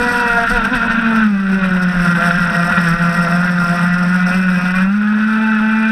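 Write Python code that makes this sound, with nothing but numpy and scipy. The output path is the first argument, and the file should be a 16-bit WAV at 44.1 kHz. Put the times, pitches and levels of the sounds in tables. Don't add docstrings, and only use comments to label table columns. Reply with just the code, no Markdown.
import sys
import numpy as np
from scipy import signal
from scipy.fft import rfft, irfft
from scipy.io import wavfile
from scipy.ndimage import uniform_filter1d

SR = 44100
rng = np.random.default_rng(int(sys.argv[2]) if len(sys.argv) > 2 else 0)


def linear_from_db(decibels):
    return 10 ** (np.asarray(decibels, float) / 20)


def to_wav(s):
    ch = np.atleast_2d(s).T
    pcm = np.round(np.clip(ch, -1, 1) * 32767)
    wavfile.write(sys.argv[1], SR, pcm.astype(np.int16))


N = 261027


def rms_one(x):
    return x / np.sqrt(np.mean(x ** 2) + 1e-20)


def in_time(rows):
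    s, *columns = np.transpose(rows)
    return [np.interp(np.arange(N) / SR, s, c) for c in columns]


def bumps(rows, order=2):
    s, length, *columns = np.transpose(rows)
    coarse = np.arange(0, N + 32, 32)
    bells = np.exp(-((coarse / SR - s[:, None]) / (np.abs(length[:, None]) + 0.0012)) ** order)
    return [np.interp(np.arange(N), coarse, c @ bells) for c in columns]


def at_hz(points, hz):
    curve_hz, curve_db = np.transpose(points)
    return np.interp(np.log(hz), np.log(curve_hz), curve_db)


def drift(rate_hz):
    r = np.exp(-40 * np.pi * rate_hz / SR)
    noise = rng.standard_normal(N // 20 + 2002)
    slow = signal.lfilter([1], [1, -2 * r, r * r], noise)[2000:]
    return np.interp(np.arange(N) / 20, np.arange(len(slow)), rms_one(slow))


def coloured(x, spectrum):
    hz = np.arange(4097) * SR / 8192 + 1e-3
    cepstrum = irfft(np.log(linear_from_db(at_hz(spectrum, hz))))
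    cepstrum[1:4096] *= 2
    cepstrum[4097:] = 0
    impulse = irfft(np.exp(rfft(cepstrum)))
    return rms_one(signal.fftconvolve(x, impulse)[:N])


def crank(flutter):
    # (time [s], speed [turns/s])
    load_curve = [(0, 243), (.22, 242), (.3, 236), (.48, 232), (1.0, 228), (1.2, 222), (1.36, 196),
                  (1.8, 181), (2.2, 172), (3.31, 171), (3.45, 179), (3.7, 173), (4.19, 181), (4.41, 186),
                  (4.62, 178), (4.83, 188), (4.97, 208), (5.92, 221)]
    # (time [s], leap [turns/s], length [s], knock [dB])
    hops = [(.484, -5, 0.02, -17), (0.536, 14, 0.034, -3), (0.639, -9, 0.039, 2.5), (0.733, 25, 0.036, 9),
            (1.594, 3, .1, 0), (2.187, -3, 0.029, 5), (2.397, 4.5, .08, 1.5), (2.699, 2.5, 0.087, 0.5),
            (2.905, -4, 0.0377, 3.5), (4.302, -5, .04, -1), (5.349, 5, .22, 0.5), (5.587, -3.5, 0.049, -2)]
    per_s, = in_time(load_curve)
    grip_db = np.zeros(N)
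    for s, leap, length, knock_db in hops:
        hop = np.exp(-((np.arange(N) / SR - s) / length) ** 2)
        per_s = per_s + leap * hop
        grip_db += knock_db * hop
    per_s = per_s * (1 + flutter / 100 * drift(11))
    return per_s, np.cumsum(per_s) / SR, grip_db


def loaded_down(per_s):
    return np.clip((198 - per_s) / 18, 0, 1)


def partial(turns, order, waver_db, start):
    waver = start + .14 * order ** .5 * drift(20)
    return np.sqrt(2) * linear_from_db(waver_db * drift(17.0)) * np.cos(2 * np.pi * order * turns + waver)


def exhaust_note(turns, per_s, buzz_db):
    # (frequency [Hz], level [dB])
    path = [(470, -43), (850, -6), (1090, -10.5), (1210, -3.5), (1320, -2), (1410, 5), (1540, 3.5),
            (1750, -5), (1900, -1.5), (2060, -10.5), (2200, -22.5), (2420, -12.5), (2600, -9.5),
            (3000, -33)]
    # (multiple of the turn rate [1], level [dB])
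    puff = [(5, -4.5), (6, 2), (7, 0.5), (8, 2), (9, -2), (11, 1.5), (16, 0.5)]
    # (time [s], note over buzz [dB], extra of its top [dB])
    steadiness = [(0, -8, 5), (.2, -4.5, 4), (.45, -1.5, 1), (.6, -8, 3.5), (1.25, -6.5, 3.5), (1.5, -7, 5),
                  (2.0, -7, -1), (4.2, -2.5, -1), (4.35, -5, 7.5), (4.8, -5.5, 8.5), (4.95, -4, 5),
                  (5.3, -4, 0.5), (5.92, -2, 6.5)]
    over_buzz_db, top_db = in_time(steadiness)
    burst = np.pi * np.arange(17) - .3 * (np.arange(17) - 7) ** 2
    note = np.zeros(N)
    for k in range(5, 17):
        hz = k * per_s
        level_db = at_hz(path, hz) + at_hz(puff, k) + top_db * (hz > 2250)
        note += linear_from_db(level_db) * partial(turns, order=k, waver_db=3.5, start=burst[k])
    evened = note / np.sqrt(uniform_filter1d(note ** 2, size=12000) + 1e-12)
    strong_weak = 1 + 0.12 * drift(13) * np.cos(np.pi * turns)
    return linear_from_db(buzz_db + over_buzz_db) * evened * strong_weak


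def mount_knock(turns, per_s, grip_db, drive_db, rattle_db):
    # (frequency [Hz], level [dB])
    mounts = [(340, -41), (430, -44.5), (485, -39.5), (550, -37.5), (630, -50.5), (698, -36), (730, -46),
              (900, -39)]
    # (middle [s], half length [s], knock [dB], extra per multiple [dB])
    seated = [(.2, 0.36, 12.5, -0.5), (.55, 0.039, 7, 0.5), (.85, 0.021, 4, -1), (1.11, 0.034, 5, -1.5),
              (1.65, 0.2, 5, -1), (2.1, 0.096, -2, -2.5), (2.26, 0.069, 4.5, 6), (2.43, 0.048, -5, 1),
              (2.63, .14, 2.5, 5), (3.07, 0.081, 3.5, 2.5), (3.3, .1, 5, 4.5), (3.72, 0.047, 6, 2),
              (3.9, 0.055, -8.5, 15), (4.19, 0.065, -3, 8), (4.31, 0.048, 6, 6.5), (4.68, 0.12, 0, 4.5),
              (5.68, 0.3, 6, 2.5)]
    pressed_db = 0.47 * rattle_db + 0.51 * (drive_db + 16)
    seated_db, tilt_db = bumps(seated, order=6)
    knock = np.zeros(N)
    for k in (2, 3, 4):
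        level_db = at_hz(mounts, k * per_s) + grip_db + pressed_db + seated_db + (k - 3) * tilt_db
        start = rng.uniform(0, 2 * np.pi)
        knock += linear_from_db(level_db + .5) * partial(turns, order=k, waver_db=2.8, start=start)
    return knock


def hull_shake(turns, bounce):
    # (time [s], length [s], change [dB])
    skips = [(.32, 0.061, -13), (.41, 0.022, -12), (.56, .03, -15), (.8, 0.027, -9), (1.27, 0.1, 2),
             (1.44, .1, -3.5), (1.6, 0.014, -5.5), (1.7, 0.0063, -14), (1.81, 0.0066, -9), (1.93, .02, -7),
             (2.06, 0.0073, -14), (2.22, 0.027, -17), (2.32, 0.017, -11), (2.39, 0.011, -21),
             (2.47, .015, -5), (2.54, .02, -17), (2.72, 0.057, -10), (2.98, 0.022, -11), (3.14, 0.029, -6),
             (3.28, 0.029, -4.5), (3.43, .015, -5), (3.53, 0.015, -6), (3.66, 0.011, -14),
             (3.77, 0.037, -6), (3.98, .02, -5), (4.29, 0.015, -6), (4.45, .02, -3), (4.61, .012, -16),
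             (4.75, 0.014, -7), (5.31, .02, -1.5)]
    light_loss_db = 14 * np.maximum(bounce - 0.21, 0)
    shake_db = -15 - light_loss_db + bumps(skips)[0]
    wobble = np.sqrt(1 - bounce ** 2) + bounce * (drift(21.3) + 1j * drift(9.8)) / np.sqrt(2)
    return np.sqrt(2) * linear_from_db(shake_db) * np.real(wobble * np.exp(2j * np.pi * turns))


def camera_grip():
    # (time [s], drive from the deck [dB], looseness of the camera [dB])
    deck = [(0, -14.5, -42.5), (.45, -15.5, -46), (.95, -16.5, -54.5), (1.22, -14.5, -54), (1.3, -24, -55),
            (1.47, -24, -59), (1.6, -18.5, -54.5), (1.9, -19.5, -50.5), (2.05, -15, -45.5),
            (3.3, -16.5, -44), (3.5, -19, -48), (3.75, -17.5, -44.5), (3.96, -19.5, -50),
            (4.2, -18.5, -45.5), (4.83, -17, -47), (4.88, -25.5, -60.5), (5.3, -20, -57),
            (5.92, -20.5, -55)]
    # (time [s], length [s], rattle [dB], buzz [dB])
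    jolts = [(.262, 0.012, -7, -0.5), (.36, 0.0098, -5, -2), (.455, 0.014, -10, 1), (.505, 0.015, 8.5, 0),
             (.565, .02, 5.5, 2.5), (.62, 0.029, -8, 2), (.655, 0.0098, 11.5, 5.5), (.705, 0.028, -8, -1.5),
             (.755, 0.03, 8, 2), (.835, .02, 4, 1.5), (.882, .014, -6, 2.5), (.915, .013, 12.5, 5),
             (1.17, 0.022, 9, -2.5), (1.53, .025, 7, 2), (1.65, 0.014, 6, 4), (1.83, 0.016, 8, 2.5),
             (2.06, 0.011, 8.5, 1), (2.14, 0.0057, -12, -5.5), (2.26, 0.034, 5.5, 1.5),
             (2.33, 0.013, -6, -1.5), (2.55, 0.007, 7, 7), (2.78, 0.0076, -9, 5.5), (2.88, 0.017, 7.5, 2.5),
             (2.98, 0.037, -7.5, -3), (4.25, 0.012, -13, -0.5), (4.33, 0.034, 3, 2.5),
             (4.47, 0.11, -4.5, -2.5), (4.65, .02, 5, -1.5), (4.73, .012, -9, -5), (5.33, .03, 2.5, 1)]
    drive_db, loose_db = in_time(deck)
    rattle_db, extra_db = bumps(jolts)
    return drive_db, rattle_db, drive_db + extra_db, loose_db + rattle_db


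def contacts(turns, at, spread_db, dies_s):
    luck = rng.standard_normal((int(turns[-1]) + 2, 2))
    hit = np.flatnonzero(np.diff(np.floor(turns - at)) > 0)
    late = (np.abs(luck[:len(hit), 0]) * .0001 * SR).astype(int)
    clicks = np.zeros(N)
    clicks[np.minimum(hit + late, N - 1)] = linear_from_db(spread_db * np.clip(luck[:len(hit), 1], -2, 2))
    return rms_one(signal.lfilter([1], [1, -np.exp(-1 / (dies_s * SR))], clicks))


def rattle(beat, steady, patches_db, body, level_db):
    chatter = rng.standard_normal(N) * (steady + beat) * linear_from_db(patches_db)
    return linear_from_db(level_db) * coloured(chatter, body)


def wall_buzz(turns, buzz_db):
    # (frequency [Hz], density [dB/Hz])
    walls = [(590, -42.5), (1000, -24), (1180, -23), (1350, -2), (1450, 1.5), (1670, -8.5), (1970, -14),
             (2140, -24), (2570, -14.5), (2940, -24), (3820, -24), (4160, -37.5), (4400, -50), (5720, -59),
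             (9680, -120)]
    beat = contacts(turns, .3, spread_db=3.5, dies_s=.0022)
    return rattle(beat, .8, 1.2 * drift(30), walls, buzz_db - 5.5)


def latch_whirr(turns, per_s, tick_db, skipping):
    # (frequency [Hz], density [dB/Hz])
    hiss = [(2530, -22.5), (4300, -10), (4560, -5), (4930, -8.5), (5340, -3.5), (6120, -12), (6600, -25),
            (8580, -33.5), (14500, -120)]
    # (frequency [Hz], density [dB/Hz])
    own_note = [(4300, -37), (5050, -3), (5280, 1.5), (5550, -1), (5900, -10.5), (6400, -53), (9000, -100)]
    ringing = loaded_down(per_s)
    whirr_db = -46.5 + 4.5 + .8 * (tick_db + 46.5) + 3.5 * ringing
    knocks = contacts(turns, 0.93, spread_db=2.0, dies_s=0.0029)
    whirr = rattle(knocks, 1.0, 1.5 * skipping, hiss, whirr_db + 0.32 - 6.4 * ringing)
    return whirr + ringing * rattle(knocks, 0.12, 2.6 * skipping, own_note, whirr_db - 3.5)


def hard_tick(turns, tick_db, skipping):
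    # (frequency [Hz], density [dB/Hz])
    hard_parts = [(5500, -31.5), (6590, -21), (7100, -17.5), (8300, 3), (8880, -8), (9350, -3.5),
                  (10700, -10.5), (11300, -13.5), (11900, -9.5), (12750, -8.5), (13300, -18), (14000, -17),
                  (15000, -39.5), (16000, -73)]
    beat = contacts(turns, .8, spread_db=1.5, dies_s=.0013)
    return rattle(beat, .45, 4.8 * np.minimum(skipping, .6), hard_parts, tick_db - .4)


def slaps():
    # (time [s], peak [dB], ring [Hz])
    landings = [
        (0.549, -13, 60.6),
        (0.742, -8, 158),
        (.90, -22, 70.1),
    ]
    out = np.zeros(N)
    t = np.arange(int(.12 * SR)) / SR
    for s, peak_db, hz in landings:
        boom = linear_from_db(peak_db) * t / 0.031 * np.exp(1 - t / 0.006) * np.sin(2 * np.pi * hz * t)
        out[int(s * SR):int(s * SR) + len(t)] += boom
    return out


def water(bounce, buzz_db):
    # (time [s], length [s], thud over the chop [dB])
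    waves = [(0, 0.014, 24), (.13, .02, 3), (.35, .12, 0), (.55, 0.057, 15), (.77, 0.023, 14),
             (.9, 0.065, 9), (1.2, .05, 13), (1.7, 0.16, 11), (2.0, .05, 17), (2.4, .12, 12),
             (2.73, .05, 13), (2.95, .06, 14), (3.22, .06, 8), (3.58, .06, 2), (3.93, .09, 7),
             (4.35, .08, 7), (4.78, 0.091, 8)]
    # (frequency [Hz], density [dB/Hz])
    thud_body = [(8.8, -39), (15, 2.5), (31, 3), (59, -31), (87, -7.5), (114, -15.5), (130, -30),
                 (170, -34.5), (290, -120)]
    # (frequency [Hz], density [dB/Hz])
    spray = [(60, -2.5), (120, -10), (200, 18.5), (300, -10), (420, -8), (600, -1.5), (800, -5),
             (1000, 1.5), (1300, -3), (2500, -47), (5000, -93.5)]
    thud_db = -43.5 + 16.5 * bounce + bumps(waves)[0]
    wash_db = -28.5 + 1.03 * (buzz_db + 16.5) + 2.9 * drift(17)
    thuds = linear_from_db(thud_db - 4.0) * coloured(rng.standard_normal(N), thud_body)
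    wash = linear_from_db(wash_db) * coloured(rng.standard_normal(N), spray)
    return thuds + wash


def scene():
    # (time [s], unsteadiness of the shake [0-1], flutter of the revs [%])
    ride = [(0, .9, .3), (.45, .9, .25), (.6, .6, .7), (.9, .7, .7), (1.15, .15, .3), (1.9, .2, .4),
            (2.2, .3, .5), (3.8, .28, .5), (4.0, .15, .5), (4.75, .25, .6), (4.95, .05, .2),
            (5.92, .05, .15)]
    bounce, flutter = in_time(ride)
    per_s, turns, grip_db = crank(flutter)
    drive_db, rattle_db, buzz_db, tick_db = camera_grip()
    engine = exhaust_note(turns, per_s, buzz_db)
    engine += mount_knock(turns, per_s, grip_db, drive_db, rattle_db)
    engine += hull_shake(turns, bounce)
    skipping = drift(62)
    case = wall_buzz(turns, buzz_db)
    case += latch_whirr(turns, per_s, tick_db, skipping)
    case += hard_tick(turns, tick_db, skipping)
    return (engine + case + slaps() + water(bounce, buzz_db))[None, :]


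def top_cut(x):
    return signal.sosfilt(signal.butter(12, 15380, fs=SR, output="sos"), x)


def record(dry):
    rounded = 1.416 * np.tanh(dry / 1.216)
    cut = signal.sosfilt(signal.butter(7, 14400, fs=SR, output="sos"), rounded)
    closing = np.minimum(1, np.arange(N)[::-1] / (.004 * SR))
    return top_cut(cut * closing)


dry = scene()
out = record(dry)
to_wav(out)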